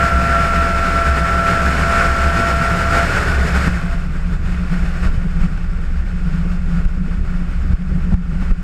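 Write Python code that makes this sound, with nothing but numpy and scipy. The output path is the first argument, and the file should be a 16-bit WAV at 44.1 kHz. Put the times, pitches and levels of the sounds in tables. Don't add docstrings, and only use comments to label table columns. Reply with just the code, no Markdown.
import sys
import numpy as np
from scipy import signal
from scipy.fft import rfft, irfft
from scipy.io import wavfile
from scipy.ndimage import uniform_filter1d

SR = 44100
rng = np.random.default_rng(int(sys.argv[2]) if len(sys.argv) > 2 else 0)


def inscribe(sig):
    pcm = np.round(np.clip(np.atleast_2d(sig).T, -1, 1) * 32767)
    wavfile.write(sys.argv[1], SR, pcm.astype(np.int16))


N = 380583
TIME = np.arange(N) / SR
FREQS = np.fft.rfftfreq(N, 1 / SR)

# (time [s], level [dB])
TURF = [(0, -28), (3.4, -26), (4.7, -25.5), (5.45, -28.5), (5.6, -30), (6.05, -32.5), (6.35, -27.5),
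        (7.3, -28.5), (8.2, -21.5), (8.62, -25)]
# (time [s], length at half height [s], boom lift [dB], drone lift [dB], grass lift [dB])
HUMMOCKS = [(0.18, .16, 4, 3, 0), (1.08, 0.12, 5.5, -4, 0), (1.74, 0.22, 3, 1.5, 0),
            (2.26, 0.065, 4.5, 0.5, 0), (3.42, 0.23, 5.5, 0.5, 0), (3.72, 0.15, 6, 5.5, -6.5),
            (4.14, 0.052, 1.5, 4, 2), (4.3, 0.094, 4.5, 4, -0.5), (4.5, .06, 1, -0.5, 2.8),
            (4.61, 0.095, 2, 2, -1.5), (4.73, 0.045, -12, 8, 5), (4.85, 0.057, 6, 4, 1.5),
            (5.05, 0.052, 10, 1.5, 4.5), (5.25, 0.049, -6, 9.5, 0.5), (5.44, 0.11, -1, 10.5, 5),
            (6.0, 0.1, 4.5, -2, 0.5), (6.37, 0.25, 1.5, 6, 2.5), (6.53, 0.038, 3.5, 5, 3.5),
            (6.75, 0.17, 1, 6, 3.5), (7.04, 0.082, -3, 12, -0.5), (7.35, 0.044, -7, 6.5, 2),
            (7.62, 0.15, 5.5, -3.5, 2), (8.46, 0.11, 2, -0.5, 2.5)]
# (time [s], length at half height [s], lift [dB])
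GRABS = [(0.03, 0.087, 4), (0.37, 0.094, 5), (0.64, 0.094, 2), (1.01, 0.067, 3.5), (1.49, .2, 3.5),
         (1.95, 0.17, 6), (2.49, 0.15, 4.5), (2.66, 0.065, 3.5), (3.0, 0.12, 8.5), (3.92, 0.075, 10.5)]
# from, to [s]
PAD_CLEAR = [3.96, 4.06]


def gain_of(db):
    return 10 ** (np.asarray(db) / 20)


def evened(x):
    return x / np.sqrt(np.mean(x ** 2) + 1e-20)


def curves(rows):
    s, *columns = np.transpose(rows)
    return [np.interp(TIME, s, c) for c in columns]


def swells(rows):
    s, length, *heights = np.transpose(rows)
    coarse = TIME[::64]
    bells = 0.5 ** ((2 * (coarse - s[:, None]) / length[:, None]) ** 2)
    return [np.interp(TIME, coarse, h @ bells) for h in heights]


def spectrum(points):
    hz, db = np.transpose(points)
    return np.interp(np.log(FREQS + 1), np.log(hz + 1), db)


def filtered(x, gain):
    return irfft(rfft(x) * gain, N)


def noise(gain):
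    return evened(filtered(rng.standard_normal(N), gain))


def wobble(rate_hz):
    return noise(1 / (1 + (FREQS / rate_hz) ** 4))


def add(mix, s, sound):
    part = mix[round(s * SR):][:len(sound)]
    part += sound[:len(part)]


def released():
    brake_off = [3.69, 3.88]  # from, to [s]
    return np.interp(TIME, brake_off, [0, 1])


def ringing(modes, hold=0.1):
    gain = 0
    for hz, width, db in modes:
        gain = gain + gain_of(db) / (1 + (2 * (FREQS - hz) / width) ** 2) ** 1.55
    x = noise(gain)
    power = abs(uniform_filter1d(x ** 2, int(hold * SR)))
    return x / np.sqrt(power + 0.022)


def wing(bounce_db=-5, boom_uneven_db=1.5, drone_uneven_db=1.93, uneven_hz=12):
    # (frequency [Hz], width [Hz], level within its group [dB])
    flutter_modes = [(23.87, 3.55, 2.5)]
    boom_modes = [(66.56, 11.1, -1.5), (104.3, 11, -18.5)]
    drone_modes = [(176.75, 23, 1), (152.5, 21.5, -5.5)]
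    tyre_modes = [(39.8, 16.6, 0)]
    # (with the brake on [dB], rolling free [dB])
    flutter_levels = (-24, -18.5)
    boom_levels = (-20.5, -25)
    sway_peak_s, sway_period_s, sway_db = 0.76, 1.22, 3

    free = released()
    boom_lift, drone_lift, _ = swells(HUMMOCKS)

    sway = sway_db * (1 - free) * np.cos(2 * np.pi * (TIME - sway_peak_s) / sway_period_s)
    bounce = gain_of(bounce_db) * free * ringing(tyre_modes, hold=0.32)
    flutter_level = np.interp(free, [0, 1], flutter_levels) + sway
    flutter = gain_of(flutter_level) * (ringing(flutter_modes, hold=0.117) + bounce)

    boom_level = np.interp(free, [0, 1], boom_levels) + boom_lift + boom_uneven_db * wobble(uneven_hz)
    boom = gain_of(boom_level) * ringing(boom_modes, hold=0.11)

    drone_level = curves(TURF)[0] + drone_lift + drone_uneven_db * wobble(uneven_hz)
    drone = gain_of(drone_level) * ringing(drone_modes, hold=0.12)
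    return flutter + boom + drone


def skin_gain():
    # (frequency [Hz], relative level [dB per Hz])
    rub_colour = [(50, -3), (100, 1), (200, -5), (300, -8), (620, -8), (820, -10), (980, -14), (1500, -6.5),
                  (2300, -12.5), (3200, -23), (5400, -29), (5900, -31), (8200, -29.5), (9900, -40),
                  (12500, -41), (15000, -54)]
    # (frequency [Hz], width [Hz], lift [dB])
    skin = [(240.3, 12.3, 6), (1139, 52, 5), (1420, 356, 8), (1838, 56, 4), (2227, 42, 4.5), (2565, 166, 5),
            (2970, 250, 3), (3550, 126, 4.5), (4270, 126, 5.5), (4814, 240, 6), (5340, 360, 7),
            (6940, 1240, 3.5), (8100, 260, 2), (9700, 400, 3.5), (11160, 800, 4)]
    lift_db = sum(db / (1 + (2 * (FREQS - hz) / width) ** 2) for hz, width, db in skin)
    return evened(gain_of(spectrum(rub_colour) + lift_db))


def rubbing(grab_share=0.41, judder_db=1.15, grit_db=1.0, treble_hz=3100, drag_db=-14,
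            treble_start_db=-0.74, brighten_db_per_s=0.47):
    # (time [s], level [dB])
    scrape = [(0, -20), (1.2, -21), (1.8, -19.5), (2.6, -21), (3.2, -19), (3.42, -22), (3.7, -21)]
    # (time [s], level [dB])
    grass_levels = [(3.9, -36), (4.4, -34.5), (5.0, -32), (5.3, -36.5), (5.7, -39), (6.6, -39), (7.4, -39),
                    (8.6, -37.5)]
    # (frequency [Hz], shift [dB])
    grass_tint = [(200, -1.5), (380, 1), (600, -0.5), (1100, 1), (1500, -2.5), (3000, 1), (6000, 0),
                  (14000, -0.5)]

    free = released()
    _, _, grass_lift = swells(HUMMOCKS)
    touching = np.interp(TIME, PAD_CLEAR, [1, 0])

    brake_level = curves(scrape)[0] + grab_share * swells(GRABS)[0] + drag_db * free
    brake = touching * gain_of(brake_level) * noise(skin_gain())
    grass_level = curves(grass_levels)[0] + grass_lift
    grass = np.sqrt(free) * gain_of(grass_level) * noise(skin_gain() * gain_of(spectrum(grass_tint)))
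    hiss = brake + grass

    fizz = filtered(hiss, 1 / (1 + (treble_hz / (FREQS + 1)) ** 12))
    body = (hiss - fizz) * gain_of(grit_db * wobble(180))
    bright = gain_of((1 - free) * (treble_start_db + brighten_db_per_s * TIME))
    return (body + bright * fizz) * gain_of(judder_db * wobble(13.8))


def whine(jitter_hz=2.51, low_flicker_db=-0.8, octave_flicker_db=1.83, octave_grab_share=0.85,
          sharpen_hz_per_db=0.46):
    # (time [s], fundamental level [dB], octave level [dB])
    strength = [(0, -27.5, -20), (1.4, -28.5, -21.5), (1.78, -31, -25), (2.3, -28.5, -23.5),
                (2.85, -29.5, -26), (3.04, -31.5, -27.5), (3.07, -38.5, -37), (3.62, -37.5, -40),
                (3.78, -49, -55), (4.0, -45, -49)]
    # (time [s], frequency [Hz])
    pitch = [(0, 678), (0.3, 677), (0.85, 672), (1.25, 674.5), (1.7, 670.5), (2.0, 673), (3.0, 675.5)]

    first_db, second_db = curves(strength)
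    grab = swells(GRABS)[0]
    hz = curves(pitch)[0] + sharpen_hz_per_db * grab + jitter_hz * wobble(43)
    phase = 2 * np.pi * np.cumsum(hz) / SR

    low_level = first_db + grab + low_flicker_db * wobble(35)
    low = gain_of(low_level) * np.sin(phase)
    octave_level = second_db + octave_grab_share * grab + octave_flicker_db * wobble(71)
    octave = gain_of(octave_level) * np.sin(2 * phase)
    touching = np.interp(TIME, PAD_CLEAR, [1, 0])
    return np.sqrt(2) * (low + octave) * touching


def rasp(rasp_db=-27.0, flicker_db=2.0, flicker_hz=25):
    # (frequency [Hz], width [Hz], relative level [dB])
    rasp_modes = [(408, 100, -4), (1454, 182, 0)]
    # (time [s], length at half height [s], share of full amplitude)
    rasp_swell = [(3.28, 0.58, 0.84)]
    level = gain_of(rasp_db + flicker_db * wobble(flicker_hz))
    return level * swells(rasp_swell)[0] * (1 - released()) * ringing(rasp_modes)


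def bumps(ring_hz=182, ring_t60=0.16, rise=0.0055, crunch_hz=450, crunch_length=0.0083):
    # (time [s], thump level [dB], thump length [s], wing ring level [dB], crunch level [dB])
    bump_rows = [(3.672, -5.5, 0.024, -9, -25), (5.066, -7, 0.035, -29, -31),
                 (5.175, -5.5, 0.0083, -28, -34), (5.411, -0.5, 0.023, -17, -44),
                 (6.852, 0.5, .015, -31, -37), (7.704, -4.5, 0.0077, -17, -33), (7.732, 2, 0.015, -38, -40),
                 (8.12, -12, 0.0055, -2, -25), (8.139, 3.5, 0.012, -29, -29),
                 (8.42, -12, 0.013, -18, -29.5), (8.511, 3.5, 0.0157, -41, -27)]
    out, crush = np.zeros(N), np.zeros(N)
    t = np.arange(SR // 3) / SR
    ring = np.sin(2 * np.pi * ring_hz * t) * gain_of(-60 * t / ring_t60) * (1 - np.exp(-t / rise))
    for s, thump_db, length, ring_db, crunch_db in bump_rows:
        shove = np.sin(np.pi * np.minimum(t / length, 1)) ** 2
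        add(out, s, gain_of(ring_db) * ring - gain_of(thump_db) * shove)
        crush += gain_of(crunch_db) * np.exp(-abs(TIME - s - length / 2) / crunch_length)
    crunch_colour = FREQS / (FREQS + 150) / (1 + (FREQS / crunch_hz) ** 3)
    return out + crush * noise(crunch_colour)


def ticks(decay=0.0054, dull_hz=2600):
    # (time [s], level [dB])
    tick_rows = [(5.048, -25.5), (5.575, -28), (5.643, -31), (6.852, -29.5), (7.821, -32), (8.141, -29),
                 (8.51, -30)]
    strength, t = np.zeros(N), np.arange(SR // 10) / SR
    for s, db in tick_rows:
        add(strength, s, gain_of(db) * np.exp(-t / decay))
    return strength * noise(skin_gain() / np.sqrt(1 + (FREQS / dull_hz) ** 2))


def wind(wind_db=-32, gust_db=3.5, shake_share=0.37):
    # (frequency [Hz], relative level [dB per Hz])
    wind_colour = [(12, -12), (30, -4.5), (80, -2.5), (130, -10), (210, -7.5), (320, -19.5), (400, -18.5),
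                   (480, -24), (900, -39), (3000, -74)]
    _, drone_lift, _ = swells(HUMMOCKS)
    swell = gain_of(gust_db * wobble(19.5) + shake_share * (curves(TURF)[0] + drone_lift))
    return gain_of(wind_db) * evened(noise(gain_of(spectrum(wind_colour))) * swell)


def scene():
    mix = wing() + rubbing() + whine() + rasp() + bumps() + ticks() + wind()
    return mix[None]


def record(dry, ceiling_db=-2.5, recovery_db_per_s=32, low_cut_hz=12, edge_hz=15050):
    over_db = np.maximum(20 * np.log10(abs(dry[0]) + 1e-9) - ceiling_db, 0)
    fall = TIME * recovery_db_per_s
    held_db = np.maximum.accumulate(over_db + fall) - fall
    duck_db = signal.lfilter(np.ones(56) / 56, 1, held_db)
    limited = dry * gain_of(-duck_db)

    low_cut = signal.butter(2, low_cut_hz, "high", fs=SR, output="sos")
    band_limit = signal.firwin(511, edge_hz, window=("kaiser", 9), fs=SR)
    return signal.oaconvolve(signal.sosfilt(low_cut, limited), band_limit[None], "same")


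dry = scene()
out = record(dry)
inscribe(out)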